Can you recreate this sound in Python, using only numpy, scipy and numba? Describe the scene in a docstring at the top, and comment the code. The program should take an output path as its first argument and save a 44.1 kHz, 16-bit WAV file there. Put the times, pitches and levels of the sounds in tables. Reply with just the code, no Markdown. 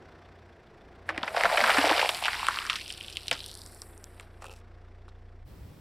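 """A low engine idle, then loud snapping and crunching: a car creeps over a dry foam block stuck with
brittle sticks, close to a phone on the asphalt. Sticks and foam walls snap over a dense crackle of
bursting cells. The crackle's sharp low edge climbs, so the crunch thins to a treble fizz, then drops
back near the end. The flattened block peels off the tread, and at the very end the scene cuts to
another spot with rumble, drone and hiss."""
import sys
import numpy as np
from scipy import signal
from scipy.fft import rfft, irfft
from scipy.io import wavfile
from scipy.ndimage import uniform_filter1d
from numba import njit

SR = 44100
rng = np.random.default_rng(int(sys.argv[2]) if len(sys.argv) > 2 else 0)


def inscribe(sig):
    """Save sig as 16-bit PCM at rate SR to the path in sys.argv[1].

    A 1-D sig is mono; a 2-D sig holds one channel per row.
    Samples are clipped to [-1, 1] before scaling.
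    """
    pcm = np.round(np.clip(np.atleast_2d(sig).T, -1, 1) * 32767)
    wavfile.write(sys.argv[1], SR, pcm.astype(np.int16))


N = 255865
CUT_S = 5.46  # cut to the second spot

# Swell and decay of the crush: time_s, crackle_db, fizz_db
CRUSH_LEVELS = [(1.06, -39, -54), (1.12, -45, -74), (1.16, -35.5, -72), (1.22, -42, -70),
                (1.25, -37.5, -59), (1.32, -39.5, -54), (1.379, -24, -46), (1.5, -23.5, -42.5),
                (1.68, -21.5, -37), (1.92, -21.5, -39), (2.04, -26, -40.5), (2.08, -30.5, -40),
                (2.18, -35, -41.5), (2.28, -31, -44.5), (2.38, -32, -46), (2.46, -32, -45),
                (2.67, -34, -48), (2.69, -41.5, -48), (2.703, -31.5, -48), (2.8, -39, -51),
                (2.95, -45.5, -54.5), (3.22, -47.5, -56), (3.4, -43, -52), (3.66, -55.5, -53.5),
                (3.86, -65, -54.5), (3.96, -82, -60.5), (4.23, -55, -64.5), (4.3, -79, -78),
                (4.42, -82, -68)]
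# The crackle's sharp low edge climbs, then drops back near the end: time_s, edge_hz
CRACKLE_EDGE = [(1.1, 437), (1.55, 470), (1.7, 410), (1.78, 340), (1.98, 343), (2.2, 640), (2.4, 820),
                (2.76, 1060), (2.83, 2500), (3.38, 2450), (3.65, 4000), (3.9, 4660), (3.97, 494.4)]
# Moments when the block gives way: start_s, thump_db, pitch_hz, t60_s, debris_db
COLLAPSES = [(1.096, -39, 323.4, 0.61, -47), (1.18, -16.5, 300, 0.029, -59.5),
             (1.229, -25, 229, 0.036, -29.5), (1.449, -33.5, 186, 0.17, -26.5),
             (1.621, -31.5, 233, 0.3, -35), (1.783, -10, 279, 0.075, -43), (1.841, -23, 301, 0.17, -36),
             (1.911, -14, 316, 0.071, -48.5), (2.489, -44.5, 380, 0.19, -41.5),
             (3.315, -35, 145.5, 0.12, -30), (3.315, -35, 279, 0.12, -60), (3.314, -24, 504, 0.084, -32.5)]


def undb(db):
    """Decibels to gain."""
    return 10 ** (np.asarray(db) / 20)


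def unit(x):
    """Scale to rms 1."""
    return x / np.sqrt(np.mean(x ** 2))


def unit_peak(x):
    """Scale to peak 1."""
    return x / np.max(np.abs(x))


def curves(table):
    """Automation curves: each column after time_s, joined by straight lines."""
    times, *columns = np.transpose(table)
    return [np.interp(np.arange(N) / SR, times, column) for column in columns]


def during(start_s, end_s, fade_s=0.034):
    """A gate with short fades."""
    t = np.arange(N) / SR
    return np.clip((t - start_s) / fade_s, 0, 1) * np.clip((end_s - t) / fade_s, 0, 1)


def colour(x, tone):
    """Causal EQ through (freq_hz, gain_db) points, built from the folded cepstrum."""
    hz, db = np.transpose(tone)
    log_gain = np.interp(np.log(np.arange(1, 4098) * SR / 8192), np.log(hz), db) * np.log(10) / 20
    cepstrum = irfft(log_gain)
    cepstrum[1:4096] *= 2
    cepstrum[4097:] = 0
    impulse = irfft(np.exp(rfft(cepstrum)))[:4096]
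    return signal.fftconvolve(x, impulse)[:len(x)]


@njit
def svf(x, hz, damping, high):
    """Sweepable state-variable filter: high-pass if high, else band-pass."""
    y, band_state, low_state = np.empty(len(x)), 0., 0.
    for i in range(len(x)):
        g = np.tan(np.pi * hz[i] / SR)
        mid = (band_state + g * (x[i] - low_state)) / (1 + g * (g + damping))
        low = low_state + g * mid
        band_state, low_state = 2 * mid - band_state, 2 * low - low_state
        y[i] = x[i] - damping * mid - low if high else damping * mid
    return y


def steep_highpass(x, hz):
    """Tenth-order Butterworth high-pass with a moving edge."""
    for stage in range(5):
        x = svf(x, hz, 2 * np.sin((2 * stage + 1) * np.pi / 20), high=True)
    return x


def band(x, low_hz, high_hz):
    """Static band-pass."""
    return signal.sosfilt(signal.butter(2, [low_hz, high_hz], "bandpass", fs=SR, output="sos"), x)


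def rings(x, modes):
    """Resonator bank of (pitch_hz, width_hz, gain_db) modes, scaled to rms 1."""
    return unit(sum(undb(db) * svf(x, np.full(N, float(hz)), width / hz, high=False)
                    for hz, width, db in modes))


def bursts(per_s, spread_db, smear_s, hiss):
    """Random puffs of noise, mostly small and a few large, over a steady hiss."""
    hits = (rng.random(N) < per_s / SR) * undb(spread_db * np.minimum(rng.exponential(size=N), 4))
    power = signal.lfilter([1], [1, -np.exp(-1 / (smear_s * SR))], hits ** 2)
    return unit(np.sqrt(power / np.mean(power) + hiss) * rng.standard_normal(N))


def second_spot():
    """Closing ambience: a rumble and a drone that drifts up in pitch, over a wide, faint hiss."""
    # Movement of the low end: time_s, rumble_db, drone_db, drone_hz
    low_end = [(5.46, -46, -47.5, 131.5), (5.526, -45.5, -50, 130), (5.626, -42, -55, 133),
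               (5.686, -43, -46, 146), (5.722, -44, -50, 145), (5.762, -58, -50, 150), (5.8, -49, -49, 139)]
    # EQ of the hiss: freq_hz, gain_db
    hiss_tone = [(180, -13.5), (300, -13.5), (968, -25), (1800, -30), (10400, -42.5), (16400, -39)]
    rumble_db, drone_db, drone_hz = curves(low_end)
    rumble = unit(band(rng.standard_normal(N), 40, 108))
    drone = unit(svf(rng.standard_normal(N), drone_hz, damping=0.09, high=False))
    mid, side = (unit(colour(rng.standard_normal(N), hiss_tone)) for _ in range(2))
    hiss = undb(-51) * (mid + 0.5 * side * np.array([[1], [-1]]))
    return (undb(rumble_db) * rumble + undb(drone_db) * drone + hiss) * during(CUT_S - 0.015, 10)


def engine_bay(firing_phase):
    """Bay noise: valve gear chatters for part of each firing, and a tappet ticks once in four."""
    # Bay noise level and the lift of its treble puffs: time_s, level_db, treble_db
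    bay_levels = [(0, -47, 8), (.6, -50, 7), (1.2, -46, 5.5), (3, -48.5, 8.5), (4, -50.5, 8), (4.6, -53, 8),
                  (5.46, -56, 7)]
    # EQ of the bay noise: freq_hz, gain_db
    bay_tone = [(30, -45.5), (41, -22), (56, 3), (75, -5), (124, -8.5), (231, -11), (305, -11), (354, -4.5),
                (479, -10.5), (630, -11), (697, -8), (852, -14.5), (1760, -25), (3140, -38), (6020, -45),
                (16000, -80)]
    # Resonances of panels and valve gear: pitch_hz, width_hz, gain_db
    bay_modes = [(690, 25, 7), (1870, 360, -2.5), (3460, 83, -10), (4360, 170, -22)]
    level_db, treble_db = curves(bay_levels)
    puff = unit(1 + np.cos(firing_phase / 2 + 0.77) ** 4)
    bed = unit(colour(rng.standard_normal(N), bay_tone))
    chatter = (undb(treble_db) * puff ** 0.88 - 1) * band(bed, 1210, 9500)
    panels = puff ** 2 * rings(rng.standard_normal(N), bay_modes)
    every_fourth = np.cos(firing_phase / 8 - 2.76) ** 6
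    tappet = puff ** 2 * every_fourth * rings(rng.standard_normal(N), [(3450, 220, 0)])
    return undb(level_db) * (bed + chatter + undb(-17.5) * panels + undb(-20) * tappet)


def engine():
    """The idle hums at multiples of its firing rate, with bay noise and a faint, steady hiss."""
    # Idle speed and its lowest three harmonics: time_s, firing_hz, first_db, second_db, third_db
    idle = [(0.0, 30.8, -67, -80, -66), (0.09, 30.23, -62, -71, -57), (0.32, 29.62, -80, -78, -52),
            (0.78, 27.47, -59, -76, -64), (1.12, 29.9, -67, -67, -49), (1.28, 31.2, -72, -77, -62),
            (1.38, 31.15, -55.5, -69.5, -79.5), (1.57, 30.03, -52.5, -62.5, -63),
            (1.82, 29.4, -61, -70, -45), (1.87, 28.3, -73.5, -69, -50.5), (2.11, 29.15, -59, -60, -56.5),
            (3.47, 29.55, -53.5, -55, -50.5), (5.41, 29.4, -46, -52.5, -47), (5.46, 31.35, -33, -34, -44)]
    # Steady harmonics, played from the fourth up: multiple, relative_db
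    harmonics = [(1, 0), (2, -6), (3, -1), (4, -24), (5, -8), (6, -36), (7, -45.5), (8, -5.5), (9, -47.5),
                 (10, -64), (11, -19.5), (12, -8), (13, -43), (14, -12.5), (15, -47), (16, -6.5), (17, -41),
                 (18, -9), (19, -29.5), (20, -23.5), (21, -26), (22, -64.5), (23, -28), (24, -7.5),
                 (25, -46.5), (26, -45.5)]
    firing_hz, *hum_dbs = curves(idle)
    phase = 2 * np.pi * np.cumsum(firing_hz) / SR
    hum = sum(np.sqrt(2) * undb(db) * np.cos((k + 1) * phase + k * 2.98) for k, db in enumerate(hum_dbs))
    buzz = sum(undb(db - 58.5) * np.cos(k * phase + k * k) for k, db in harmonics if k > 3)
    bay = engine_bay(phase)
    air = undb(-81) * unit(band(rng.standard_normal(N), 2500, 6955))
    return (hum + buzz + bay + air) * during(-1, CUT_S + 0.0047)


def peel():
    """The flattened block peels off the tread: dense little slips ring it and hiss above it."""
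    # Envelope of the peel: time_s, ring_db, hiss_db
    peel_levels = [(4.401, -83, -54), (4.425, -44, -49.5), (4.502, -50.5, -69), (4.507, -40.5, -55),
                   (4.59, -66, -59), (4.62, -66, -73.5), (4.63, -77, -89)]
    # Resonances of the crushed block: pitch_hz, width_hz, gain_db
    block_modes = [(521, 61, 9.5), (835, 150, 4), (1284, 83, 2), (2620, 280, 2)]
    ring_db, hiss_db = curves(peel_levels)
    slips = bursts(per_s=447.4, spread_db=3.4, smear_s=0.00036, hiss=0.14)
    ring = undb(ring_db) * rings(slips, block_modes)
    hiss = undb(hiss_db) * unit(band(slips, 2100, 8500))
    return (ring + hiss) * during(peel_levels[0][0], peel_levels[-1][0])


def thumps(attack_s=0.0027):
    """Each collapse softly pushes a low mode of the block."""
    out, t = 0, np.arange(N) / SR
    for start_s, db, hz, t60_s, _ in COLLAPSES:
        age = np.maximum(t - start_s, 0)
        envelope = np.exp(-np.log(1000) * age / t60_s) * (1 - np.exp(-age / attack_s))
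        out = out + undb(db) * envelope * np.sin(2 * np.pi * hz * age)
    return out


def debris(grit, t60_s=0.15, edge_hz=420.):
    """A short shower of grit follows each collapse."""
    t = np.arange(N) / SR
    showers = sum((t > start_s) * undb(db - 60 * np.maximum(t - start_s, 0) / t60_s)
                  for start_s, *_, db in COLLAPSES)
    shifted = np.roll(grit, N // 2)  # so its grains do not double the crackle's
    return showers * unit(steep_highpass(shifted, np.full(N, edge_hz)))


def chips(knocks_per_s, ring_at_1khz_s, count=24):
    """Loose chips of foam and stick, each with its own pitch, ring briefly when knocked."""
    out = 0
    for hz in np.geomspace(450, 5600, count):
        knocks = (rng.random(N) < knocks_per_s / SR) * rng.standard_normal(N)
        decay = (hz / 1000) ** 0.5 / (ring_at_1khz_s * SR)  # small chips die sooner
        pole = np.exp(2j * np.pi * hz / SR - decay)
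        out = out + unit(signal.lfilter([1], [1, -pole], knocks).imag) * hz ** 0.5
    return unit(out)


def fizz(crackle_edge_hz):
    """The finest cells burst as a treble fizz, whose edge follows the crackle's upwards."""
    # EQ of the fizz: freq_hz, gain_db
    fizz_tone = [(3650, -79.5), (6200, 1), (8110, 3), (11300, -0.5), (15400, -13), (16100, -34.5),
                 (16400, -34)]
    edge_hz = np.clip(4 * np.maximum.accumulate(crackle_edge_hz), 6000, 7700)
    dense = bursts(per_s=900, spread_db=1.8, smear_s=0.00036, hiss=1)
    sparse = bursts(per_s=81, spread_db=3, smear_s=0.0011, hiss=0.01)
    return unit(steep_highpass(colour(dense + undb(-8.5) * sparse, fizz_tone), edge_hz))


def crackle():
    """Foam cells burst and chips ring above a moving low edge, layered with fizz and debris."""
    # EQ of the bursting cells: freq_hz, gain_db
    cell_tone = [(240, -42), (400, -13.5), (698, -1), (1110, -4.5), (1430, -2.5), (1670, -4), (2100, -4.5),
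                 (3460, -13.5), (4730, -15.5), (6400, -24.5), (8320, -56.5), (14100, -120)]
    # Treble shelf, dull at first while only the sticks give way: time_s, gain_db
    brightness = [(1.1, -10), (1.27, 0), (1.7, 1), (2.1, 6.5), (2.5, 4.5)]
    crackle_db, fizz_db = curves(CRUSH_LEVELS)
    edge_hz, = curves(CRACKLE_EDGE)
    shelf_db, = curves(brightness)
    cells = bursts(per_s=1200, spread_db=5.1, smear_s=0.00037, hiss=0.22)
    grit = colour(cells + undb(-9) * chips(knocks_per_s=110, ring_at_1khz_s=0.003), cell_tone)
    crunch = steep_highpass(grit, edge_hz)
    crunch += (undb(shelf_db) - 1) * svf(crunch, np.full(N, 2600.), damping=0.85, high=True)
    # The whole block has a woody ring, lost as it crumbles.
    woody_db = -1 - 25.5 * (np.arange(N) / SR - brightness[0][0])
    crunch += undb(woody_db) * rings(grit, [(614, 130, 0)]) * np.std(grit)
    crunch /= np.sqrt(uniform_filter1d(crunch ** 2, SR // 8))  # even level wherever the edge sits
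    crush = undb(crackle_db) * crunch + undb(fizz_db) * fizz(edge_hz)
    return crush * during(CRUSH_LEVELS[0][0], CRUSH_LEVELS[-1][0]) + debris(grit)


def small_snaps(count=200, from_s=1.14, to_s=3.8):
    """Cues for small snaps at random times: level rides on the crackle, pitch lies above its edge."""
    when, size, pitch, looseness = rng.random((count, 4)).T
    start_s = from_s + (to_s - from_s) * when
    onset = (start_s * SR).astype(int)
    edge_hz = curves(CRACKLE_EDGE)[0][onset]
    crackle_db = curves(CRUSH_LEVELS)[0][onset]
    climb_octaves = np.log2(edge_hz / CRACKLE_EDGE[0][1])
    level_db = crackle_db + 1 + 3.5 * climb_octaves + 6.5 * (2 * size - 1)
    pitch_hz = np.clip(edge_hz * 2 ** (0.98 * pitch), 700, 5400)
    rattle_db = -25 + 10 * (2 * looseness - 1)
    tick_db = -20.5 + 7.5 * climb_octaves
    return list(zip(start_s, level_db, pitch_hz, rattle_db, tick_db))


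def snap(pitch_hz, rattle_db, tick_db, edge_hz):
    """One fracture: a brief pitched crack, debris rattle, thud in the block, click, tick, gritty tail."""
    t = np.arange(SR // 8) / SR

    def noise_hit(low_hz, high_hz, decay_s):
        return unit_peak(band(rng.standard_normal(len(t)) * np.exp(-t / decay_s), low_hz, high_hz))

    cycles = pitch_hz * t
    crack = unit_peak(np.sin(2 * np.pi * cycles) * cycles * np.exp(-cycles / 0.75))
    rattle = noise_hit(0.5 * pitch_hz, min(1.41 * pitch_hz, 6200), decay_s=0.0078)
    thud = noise_hit(450, 900, decay_s=0.007)
    click = noise_hit(1200, 4000, decay_s=0.0003)
    tick = noise_hit(6400, 9800, decay_s=0.00027)
    tail = noise_hit(550, 6000, decay_s=0.019)
    # A short ping sits just above the crackle's edge.
    ping = np.sin(2 * np.pi * max(1.25 * edge_hz, 600) * t) * np.exp(-t / 0.0025)
    body = crack + undb(rattle_db) * rattle + undb(-37) * tail + undb(-13) * ping + undb(-10.5) * click
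    # As the edge climbs, the body loses its lows and the thud fades.
    low_cut_hz = min(0.92 * edge_hz, 0.8 * pitch_hz)
    body = signal.sosfilt(signal.butter(4, low_cut_hz, "highpass", fs=SR, output="sos"), body)
    thud_db = -15.5 - 11.5 * np.log2(edge_hz / CRACKLE_EDGE[0][1])
    return body + undb(thud_db) * thud + undb(tick_db) * tick


def snaps():
    """Sticks and foam walls break under the tyre: featured snaps among a scatter of small ones."""
    # Featured snaps: start_s, level_db, pitch_hz, rattle_db, tick_db (last two relative to the crack)
    featured_snaps = [(1.0906, -13.5, 1640, -1, -23), (1.096, -17, 1930, -29, -36),
                      (1.103, -25, 1270, 3.5, -30), (1.1779, -13, 2230, -14, -18.5),
                      (1.1803, -15.5, 1800, -18, -32), (1.2313, -12.5, 3330, -21, -39),
                      (1.2341, -16, 1310, -4, -39), (1.2782, -14.5, 1700, -0.5, -26),
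                      (1.3465, -17, 700, -3, -19), (1.3649, -8.5, 1730, -3.5, -28),
                      (1.3712, -9, 690, -30, -26), (1.4089, -14.5, 920, -1, -31),
                      (1.4091, -8, 2200, -20, -25), (1.4361, -0.5, 1950, -20, -36),
                      (1.4545, -2, 1400, -5, -34), (1.4992, -15, 1070, 3, -22), (1.5272, -20, 800, -8, -21),
                      (1.572, -18, 1870, 13, -21), (1.5804, -2.5, 2100, -31, -28),
                      (1.6054, -6, 2030, -8, -21), (1.6392, -5, 1560, -0.5, -23),
                      (1.6687, -18, 1495, 7, -34), (1.6767, -8, 1425, -4, -23), (1.684, -8, 1610, -25, -25),
                      (1.695, -7.5, 1440, -2, -27), (1.7025, -7, 2330, -2, -27),
                      (1.7068, -9.5, 1490, -12, -9), (1.716, -7.5, 2070, -6, -25),
                      (1.7504, -17, 915, -3, -26), (1.7719, -10, 1440, 3.5, -26),
                      (1.7836, -4, 1727, -5, -12), (1.8303, -13, 1660, -25, -18),
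                      (1.8415, -9.5, 714, -6, -22), (1.8502, -7.5, 2170, -20, -24),
                      (1.8693, -9, 700, -4, -28), (1.8945, -7, 3080, -22, -27),
                      (1.8982, -20.5, 726, -8, -12), (1.9034, -6.5, 1956, -9, -21),
                      (1.9128, -4.5, 885, -27, -22), (1.93, -7, 1650, -25, -29),
                      (1.98, -10, 2890, -11, -24), (1.994, -7, 2130, -1, -25), (2.015, -6, 2430, -9, -28),
                      (2.0282, -6, 880, -7, -19), (2.0459, -13, 730, -2, -25),
                      (2.0585, -8.5, 2420, -29, -33), (2.0917, -3.5, 3016, -7.5, -7),
                      (2.0928, -13, 1096, -8, -20), (2.1471, -14.5, 4620, -10, -5),
                      (2.2239, -18, 790, -27, -20), (2.239, -10.5, 2904, -22, -24),
                      (2.2484, -8.5, 2800, -16, -22), (2.256, -8.5, 2616, -5, -13),
                      (2.266, -11, 2760, -16, -23), (2.282, -7, 1490, -4.5, -21),
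                      (2.3321, -14.5, 1885, -24, -22), (2.344, -18, 1700, -4, -24),
                      (2.395, -15, 2777, -20, -14), (2.4299, -14, 1027, -33, -15),
                      (2.4444, -21, 1088, -4, -22), (2.4678, -11.5, 2794, -29, -4.5),
                      (2.4852, -1.5, 1318, -7, -12.5), (2.508, -16, 1250, -22, -11),
                      (2.5599, -15, 4370, -22, -30), (2.572, -17, 1320, -9, -13),
                      (2.588, -8, 2945, -34, -23), (2.652, -19.5, 1467, -20, -5),
                      (2.666, -18.5, 5400, -15, -17), (2.6984, -5.5, 2650, -5.5, -32),
                      (2.731, -13, 3000, -22, -13), (2.757, -15.5, 3274, -4.5, -19),
                      (2.7595, -16, 5000, -9, -22), (2.811, -30, 2895, 3.5, -19),
                      (2.8797, -21, 5270, -22, -8), (2.9028, -19.5, 2780, -1, -11),
                      (2.925, -23, 4640, -9, 0.5), (2.979, -26, 3605, -20, -6),
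                      (3.0098, -19, 2920, -18, -27), (3.0372, -29, 3370, -18, -16),
                      (3.0463, -25.5, 3034, -4, -23), (3.083, -22, 3306, -20, -21),
                      (3.1267, -25.5, 4540, -6, -22), (3.1587, -24, 3045, -22, -22),
                      (3.17, -12, 2923, -10, -6.5), (3.2324, -28, 4410, -21, -7),
                      (3.2703, -30, 3493, -20, 1), (3.282, -10.5, 3830, -16, -8),
                      (3.3127, -2.5, 2700, -11, -9.5), (3.315, -10.5, 1930, -28, -8),
                      (3.3287, -12.5, 4900, -9.5, -15), (3.3294, -18.5, 1910, -18, -25.5),
                      (3.344, -25, 3470, -10, -17.5), (3.3528, -25, 3200, -11.5, -13),
                      (3.392, -23, 3950, -22, -4), (3.4045, -20.5, 3860, -23, -20),
                      (3.442, -24, 3790, -11, -16), (3.462, -21.5, 4520, -22, 0.5),
                      (3.4946, -29, 4036, -11, -15), (3.501, -35.5, 3600, -20, 0),
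                      (3.5145, -28, 4105, -15, 1), (3.5294, -32, 4180, -20, -11),
                      (3.5409, -32, 4306, -22, 4), (3.5522, -30, 4510, -21, 6.5),
                      (3.6176, -27.5, 4385, -30, 0), (3.6622, -32, 4920, -15, 7.5),
                      (3.7471, -45.5, 5300, -13, 17), (3.8186, -22.5, 5255, -17, 1),
                      (3.821, -35, 1100, -5, -8), (3.9778, -46, 1116, -12, 14), (4.0417, -39, 2660, -6, 17),
                      (4.198, -28, 2326, -8, -3.5), (4.2092, -38.5, 1138, -23, 1),
                      (4.4219, -33.5, 1060, 0.5, -1), (4.4428, -28.5, 1140, -5, -4),
                      (4.4553, -31.5, 1260, -24, -5), (4.5088, -45, 710, 3, -9),
                      (5.0814, -38, 1170, -7, -15), (5.087, -48, 3500, 3, -20)]
    edge_hz, = curves(CRACKLE_EDGE)
    out = np.zeros(N + SR)
    for start_s, level_db, pitch_hz, rattle_db, tick_db in small_snaps() + featured_snaps:
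        onset = int(start_s * SR)
        hit = snap(pitch_hz, rattle_db, tick_db, edge_hz[onset])
        out[onset:onset + len(hit)] += undb(level_db) * hit
    return band(out[:N], 380, 22000)


def scene():
    """Everything sits in the centre, except the wide hiss of the second spot."""
    return crackle() + snaps() + thumps() + peel() + engine() + second_spot()


def record(dry):
    """The phone's port has a dip in the treble; the phone rounds the loudest peaks and cuts the top."""
    dip_hz, dip_width_hz, top_hz = 6573, 1860, 16300
    dipped = dry - 0.44 * band(dry, dip_hz - dip_width_hz / 2, dip_hz + dip_width_hz / 2)
    rounded = 0.38 * np.tanh(dipped / 0.67)
    return signal.sosfilt(signal.ellip(8, 0.2, 70, top_hz, fs=SR, output="sos"), rounded)


dry = scene()
out = record(dry)
inscribe(out)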